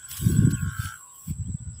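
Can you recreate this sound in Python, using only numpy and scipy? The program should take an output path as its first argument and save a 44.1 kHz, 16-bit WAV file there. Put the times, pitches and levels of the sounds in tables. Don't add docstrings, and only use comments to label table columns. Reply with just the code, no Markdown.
import sys
import numpy as np
from scipy import signal
from scipy.fft import rfft, irfft
from scipy.io import wavfile
from scipy.ndimage import uniform_filter1d

SR = 44100
rng = np.random.default_rng(int(sys.argv[2]) if len(sys.argv) > 2 else 0)


def store_wav(level_fs):
    pcm = np.round(np.clip(np.atleast_2d(level_fs), -1, 1) * 32767)
    wavfile.write(sys.argv[1], SR, pcm.T.astype(np.int16))


N = 79380
T = np.arange(N) / SR
FREQS = np.fft.rfftfreq(N, 1 / SR)

# (time [s], rate [Hz])
FLUTTER = [(0, 55.3), (.2, 56.63), (.43, 57.31), (.87, 57.62), (.915, 59.1), (.955, 56.85), (1.0, 58.72),
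           (1.8, 53.65)]
# (time [s], level [dB], centre [Hz], half-width [Hz])
MAIN_BUZZ = [(0, -53.5, 1504, 185), (.2, -56, 1524, 137), (.33, -48, 1540, 95), (.55, -45.5, 1522, 140),
             (.72, -42, 1470, 175), (.845, -38, 1465, 165), (.94, -41, 1464, 182), (.98, -53, 1386, 165),
             (1.08, -76, 1430, 150), (1.55, -81.5, 1470, 69.5), (1.68, -68, 1420, 49),
             (1.8, -76, 1394, 49.7)]
LOW_TONE = [(0, -70, 1040, 50), (.15, -58.5, 1108, 38), (.7, -52.5, 1098, 32), (.82, -62, 1100, 35),
            (.86, -65.5, 900, 40), (.92, -61, 857, 35), (.96, -74, 1100, 45), (1.01, -53.5, 1070, 62.4),
            (1.1, -56.5, 1041, 64.4), (1.23, -61.5, 1052, 50.2), (1.37, -78.5, 1060, 55)]
# (time [s], level [dB])
SNAP_HISS = [(.7, -84), (.86, -54.5), (1.07, -61.5), (1.13, -86.5)]
# (frequency [Hz], relative level [dB])
TREBLE_EQ = [(6500, -30), (8000, 1), (9000, -7), (10400, 0), (11400, -8.5), (12500, -40)]


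def kite():
    rate = curves(FLUTTER)[0]
    cycles = np.cumsum(rate * (1 + 0.002 * drift(hz=45))) / SR
    cycles -= np.interp(0.855, T, cycles)
    db, centre, width = curves(MAIN_BUZZ)
    hollow = 0.65 * amp(db - db.max()) ** 2
    buzz = ribbon_band(cycles, rate, centre, width, rough=0.53, hollow=hollow)
    buzz += amp(-17) * ribbon_band(cycles, rate, 2.11 * centre, 0.9 * width, rough=0.54)
    buzz += amp(-21.5) * ribbon_band(cycles, rate, 1.394 * centre, 2 * width, rough=5.1)
    snaps = np.exp(-(cycles % 1) / 0.18)
    hiss = colour(rng.standard_normal(N) * snaps, TREBLE_EQ)
    low_db, low_centre, low_width = curves(LOW_TONE)
    low_tone = ribbon_band(cycles, rate, low_centre, low_width, rough=0.88)
    return amp(db) * buzz + amp(low_db) * low_tone + amp(curves(SNAP_HISS)[0]) * hiss


def ribbon_band(cycles, rate, centre, half_width, rough, hollow=0, backswing=0.36, steepness=7.1):
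    out = np.zeros(N)
    for k in range(1, 70):
        offset = abs(k * rate - centre) / half_width
        weight = np.exp(-.5 * offset ** steepness)
        weight *= 1 - backswing * (-1) ** k
        weight *= 1 - hollow * np.exp(-(2 * offset) ** 2)
        jitter = uniform_filter1d(rng.standard_normal((2, N // 256 + 1)), size=4, axis=1)
        if weight.max() > 1e-3:
            times = np.linspace(0, T[-1], jitter.shape[1])
            shake, smear = (rough * np.interp(T, times, unit_rms(row)) for row in jitter)
            phase = 2 * np.pi * k * cycles
            out += weight * ((1 + shake) * np.cos(phase) + smear * np.sin(phase))
    return ride_level(out, 770, 770)


# (time [s], level [dB])
GUSTS = [(0, -61), (.09, -57), (.13, -42.5), (.165, -54), (.21, -29.5), (.26, -22), (.36, -22), (.4, -21.5),
         (.48, -16.5), (.505, -28.5), (.54, -23.5), (.58, -36), (.626, -28.5), (.686, -26.5), (.71, -36),
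         (.762, -42.5), (.81, -53), (.85, -28), (.89, -41), (.905, -55), (.96, -56), (1.016, -72.5),
         (1.19, -67.5), (1.25, -60.5), (1.28, -35.5), (1.31, -25), (1.355, -43), (1.41, -28.5),
         (1.44, -39.5), (1.5, -26.5), (1.555, -47.5), (1.592, -60), (1.61, -31.5), (1.63, -33.5),
         (1.645, -55.5), (1.672, -29), (1.71, -39), (1.76, -42.5), (1.8, -42.5)]
# (frequency [Hz], relative level [dB])
SOFT_WIND_EQ = [(25, -43), (55, -5), (95, 0.5), (135, -4.5), (200, -17), (300, -37), (450, -56),
                (2000, -99)]
STRONG_WIND_EQ = [(25, -47.5), (55, -23.5), (95, 0), (140, 0.5), (210, -4.5), (320, -14.5), (450, -30.5),
                  (650, -51), (2000, -74)]
# (time [s], peak level [dB], pitch [Hz])
BUFFETS = [(0.268, -7.5, 140.3), (.391, -5.5, 143), (0.412, -13.5, 114), (.449, -7, 142),
           (.475, -10.5, 228), (0.536, -15.5, 154), (0.632, -15.5, 126), (0.675, -18.5, 113),
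           (0.797, -17, 106), (1.283, -24.5, 151.2), (1.309, -20.5, 165), (1.398, -22, 104),
           (1.418, -22, 104), (1.501, -23, 122), (1.548, -18.5, 133.4)]


def wind(soft_db=-31, strong_db=-19.5):
    db = uniform_filter1d(curves(GUSTS)[0], size=600)
    noise = rng.standard_normal(N)
    strength = np.clip((db - soft_db) / (strong_db - soft_db), 0, 1)
    rumble = (1 - strength) * colour(noise, SOFT_WIND_EQ) + strength * colour(noise, STRONG_WIND_EQ)
    out = amp(db) * ride_level(rumble, 1100, 700)
    rounding, lean = 0.48, 0.17
    for time, peak_db, hz in BUFFETS:
        cycles = (T - time) * hz
        push = np.exp((rounding - np.hypot(cycles, rounding) + lean * cycles) / 0.31)
        out = (1 - push) * out + push * amp(peak_db) * np.cos(2 * np.pi * cycles)
    return out


# (time [s], mids [dB], treble [dB], top [dB])
RUSTLE = [(0, -57, -63, -66), (.083, -58, -60.5, -65), (.088, -53.5, -57, -45.5), (.11, -45, -43, -43),
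          (.2, -46.5, -44, -44), (.32, -47, -44, -44), (.38, -50.5, -52, -54), (.495, -60.5, -52.5, -61),
          (.555, -60.5, -59, -58), (.606, -62.5, -57, -50.5), (.69, -56, -57.5, -67),
          (.735, -59.5, -54, -53.5), (.846, -41.5, -43.5, -46), (.895, -50, -53.5, -55),
          (1.02, -67, -63, -61), (1.108, -69, -62.5, -69), (1.155, -66.5, -56.5, -55.5),
          (1.24, -64.5, -56.5, -53.5), (1.301, -54, -49.5, -48), (1.338, -70, -63.5, -73),
          (1.48, -93, -79, -82), (1.8, -66, -86, -101.5)]
# (frequency [Hz], relative level [dB])
MIDS_EQ = [(600, -26), (1100, -2.5), (2200, -8), (2750, 0.5), (3350, 6.5), (4100, -5.5), (5500, 1),
           (7000, -2.5), (8800, -7), (11000, -37.5)]
TOP_EQ = [(10500, -45), (12000, 0.5), (13500, -0.5), (15400, 3.5), (16500, -21)]
# (time [s], level [dB], half-length [s], centre [Hz])
FLICKS = [(0.116, -36, 0.0044, 6700), (0.129, -38.5, 0.0013, 7900), (0.175, -35.5, 0.0067, 7407),
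          (.513, -39.5, 0.0069, 7600), (0.86, -38, 0.0017, 2970), (0.875, -47, 0.0013, 2370)]


def leaves():
    mids_db, treble_db, top_db = curves(RUSTLE)
    out = amp(mids_db) * colour(crinkle(patch_db=6, size=512), MIDS_EQ)
    out += amp(treble_db) * colour(crinkle(), TREBLE_EQ)
    out += amp(top_db) * colour(crinkle(), TOP_EQ)
    octaves = np.log2(FREQS + 1)
    for time, db, half_length, hz in FLICKS:
        width_octaves = (hz / 5400) ** 2
        band = np.exp(-.5 * ((octaves - np.log2(hz)) / width_octaves) ** 2)
        hiss = unit_rms(irfft(rfft(crinkle()) * band, N))
        out += amp(db) * np.exp(-.5 * ((T - time) / half_length) ** 2) * hiss
    return out


def crinkle(patch_db=2.5, size=256, crackles_per_s=220, flicker_db=0.77):
    crackles = unit_rms(rng.standard_normal(N) * (rng.random(N) < crackles_per_s / SR))
    spectrogram = signal.stft(rng.standard_normal(N) + 0.26 * crackles, nperseg=size)[2]
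    patches = uniform_filter1d(rng.standard_normal(spectrogram.shape), size=4, axis=0)
    patches = unit_rms(uniform_filter1d(patches, size=9, axis=1))
    texture = signal.istft(spectrogram * amp(patch_db * patches), nperseg=size)[1][:N]
    return texture * amp(flicker_db * drift(hz=350))


# (time [s], level [dB])
NEAR_CHIRPS = [(.048, -40.5), (.132, -40), (.214, -43.5), (.298, -36.5), (.379, -34.5), (.463, -37),
               (.542, -33), (.625, -41), (.705, -47.5)]
# (first chirp [s], period [s], pitch [Hz], level [dB])
FAR_CRICKETS = [(0.052, 0.0822, 7590, -54), (0.061, 0.087, 7605, -57)]
# (frequency [Hz], relative level [dB])
CHORUS_EQ = [(6800, -34.5), (7300, -46), (7580, 4), (7700, -3), (7900, 6), (8100, -5), (8300, -8),
             (8480, -12.5), (8750, -63)]


def insects(chirp_s=0.031, near_hz=7917):
    near = sum(amp(db) * whistle(time, chirp_s, near_hz, hz_per_s=1000) for time, db in NEAR_CHIRPS)
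    far = sum(amp(db) * whistle(first + k * period, chirp_s, hz)
              for first, period, hz, db in FAR_CRICKETS for k in range(22))
    crickets = (near + far) * (1 + 0.037 * drift(hz=220))
    return crickets + amp(-49) * colour(rng.standard_normal(N), CHORUS_EQ)


# (start [s], length [s], start pitch [Hz], end pitch [Hz], level [dB])
BIRD_CALLS = [(0.538, 0.028, 3254, 2890, -47), (0.565, 0.046, 2710, 2510, -50),
              (1.07, 0.1, 2660, 3380, -68), (1.409, 0.13, 2440, 4150, -71), (1.568, .045, 3520, 3360, -72),
              (1.727, 0.06, 5260, 5050, -63)]


def bird():
    out = np.zeros(N)
    for start, length, start_hz, end_hz, db in BIRD_CALLS:
        glide = (end_hz - start_hz) / length
        slur = whistle(start + length / 2, length, (start_hz + end_hz) / 2, glide, softness=1)
        blur = unit_rms(.5 + drift(hz=0.052 * start_hz))
        out += amp(db) * slur * blur
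    return out


def whistle(time, length, hz, hz_per_s=0, softness=0.43):
    t = T - time
    envelope = np.maximum(1 - (2 * t / length) ** 2, 0) ** softness
    cycles = hz * t + .5 * hz_per_s * t ** 2 + rng.random()
    return np.sqrt(2) * envelope * np.sin(2 * np.pi * cycles)


# (frequency [Hz], relative level [dB])
AIR_EQ = [(30, 15), (200, 14.5), (1000, 11), (1800, 5.5), (4500, -12.5), (12000, -32.5), (16000, 3.5)]


def still_air():
    return amp(-67.5) * colour(rng.standard_normal(N), AIR_EQ)


def amp(db):
    return 10 ** (np.asarray(db) / 20)


def unit_rms(x):
    return x / np.sqrt(np.mean(x ** 2) + 1e-20)


def ride_level(x, first, second):
    power = uniform_filter1d(uniform_filter1d(x ** 2, size=first), size=second)
    return x / np.sqrt(power + 1e-12)


def curves(table):
    times, *columns = np.transpose(table)
    return [np.interp(T, times, column) for column in columns]


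def colour(x, eq):
    hz, db = np.transpose(eq)
    gain = amp(np.interp(np.log(FREQS + 1), np.log(hz), db))
    return unit_rms(irfft(rfft(x) * gain, N))


def drift(hz):
    return unit_rms(irfft(rfft(rng.standard_normal(N)) * np.exp(-(FREQS / hz) ** 2), N))


def scene():
    return (kite() + wind() + leaves() + insects() + bird() + still_air())[None]


def record(dry, low_cut_hz=42, high_cut_hz=15650):
    low_cut = signal.butter(2, low_cut_hz, "high", fs=SR, output="sos")
    high_cut = signal.firwin(511, high_cut_hz, window=("kaiser", 9), fs=SR)
    return signal.oaconvolve(signal.sosfilt(low_cut, dry), high_cut[None], "same")


dry = scene()
out = record(dry)
store_wav(out)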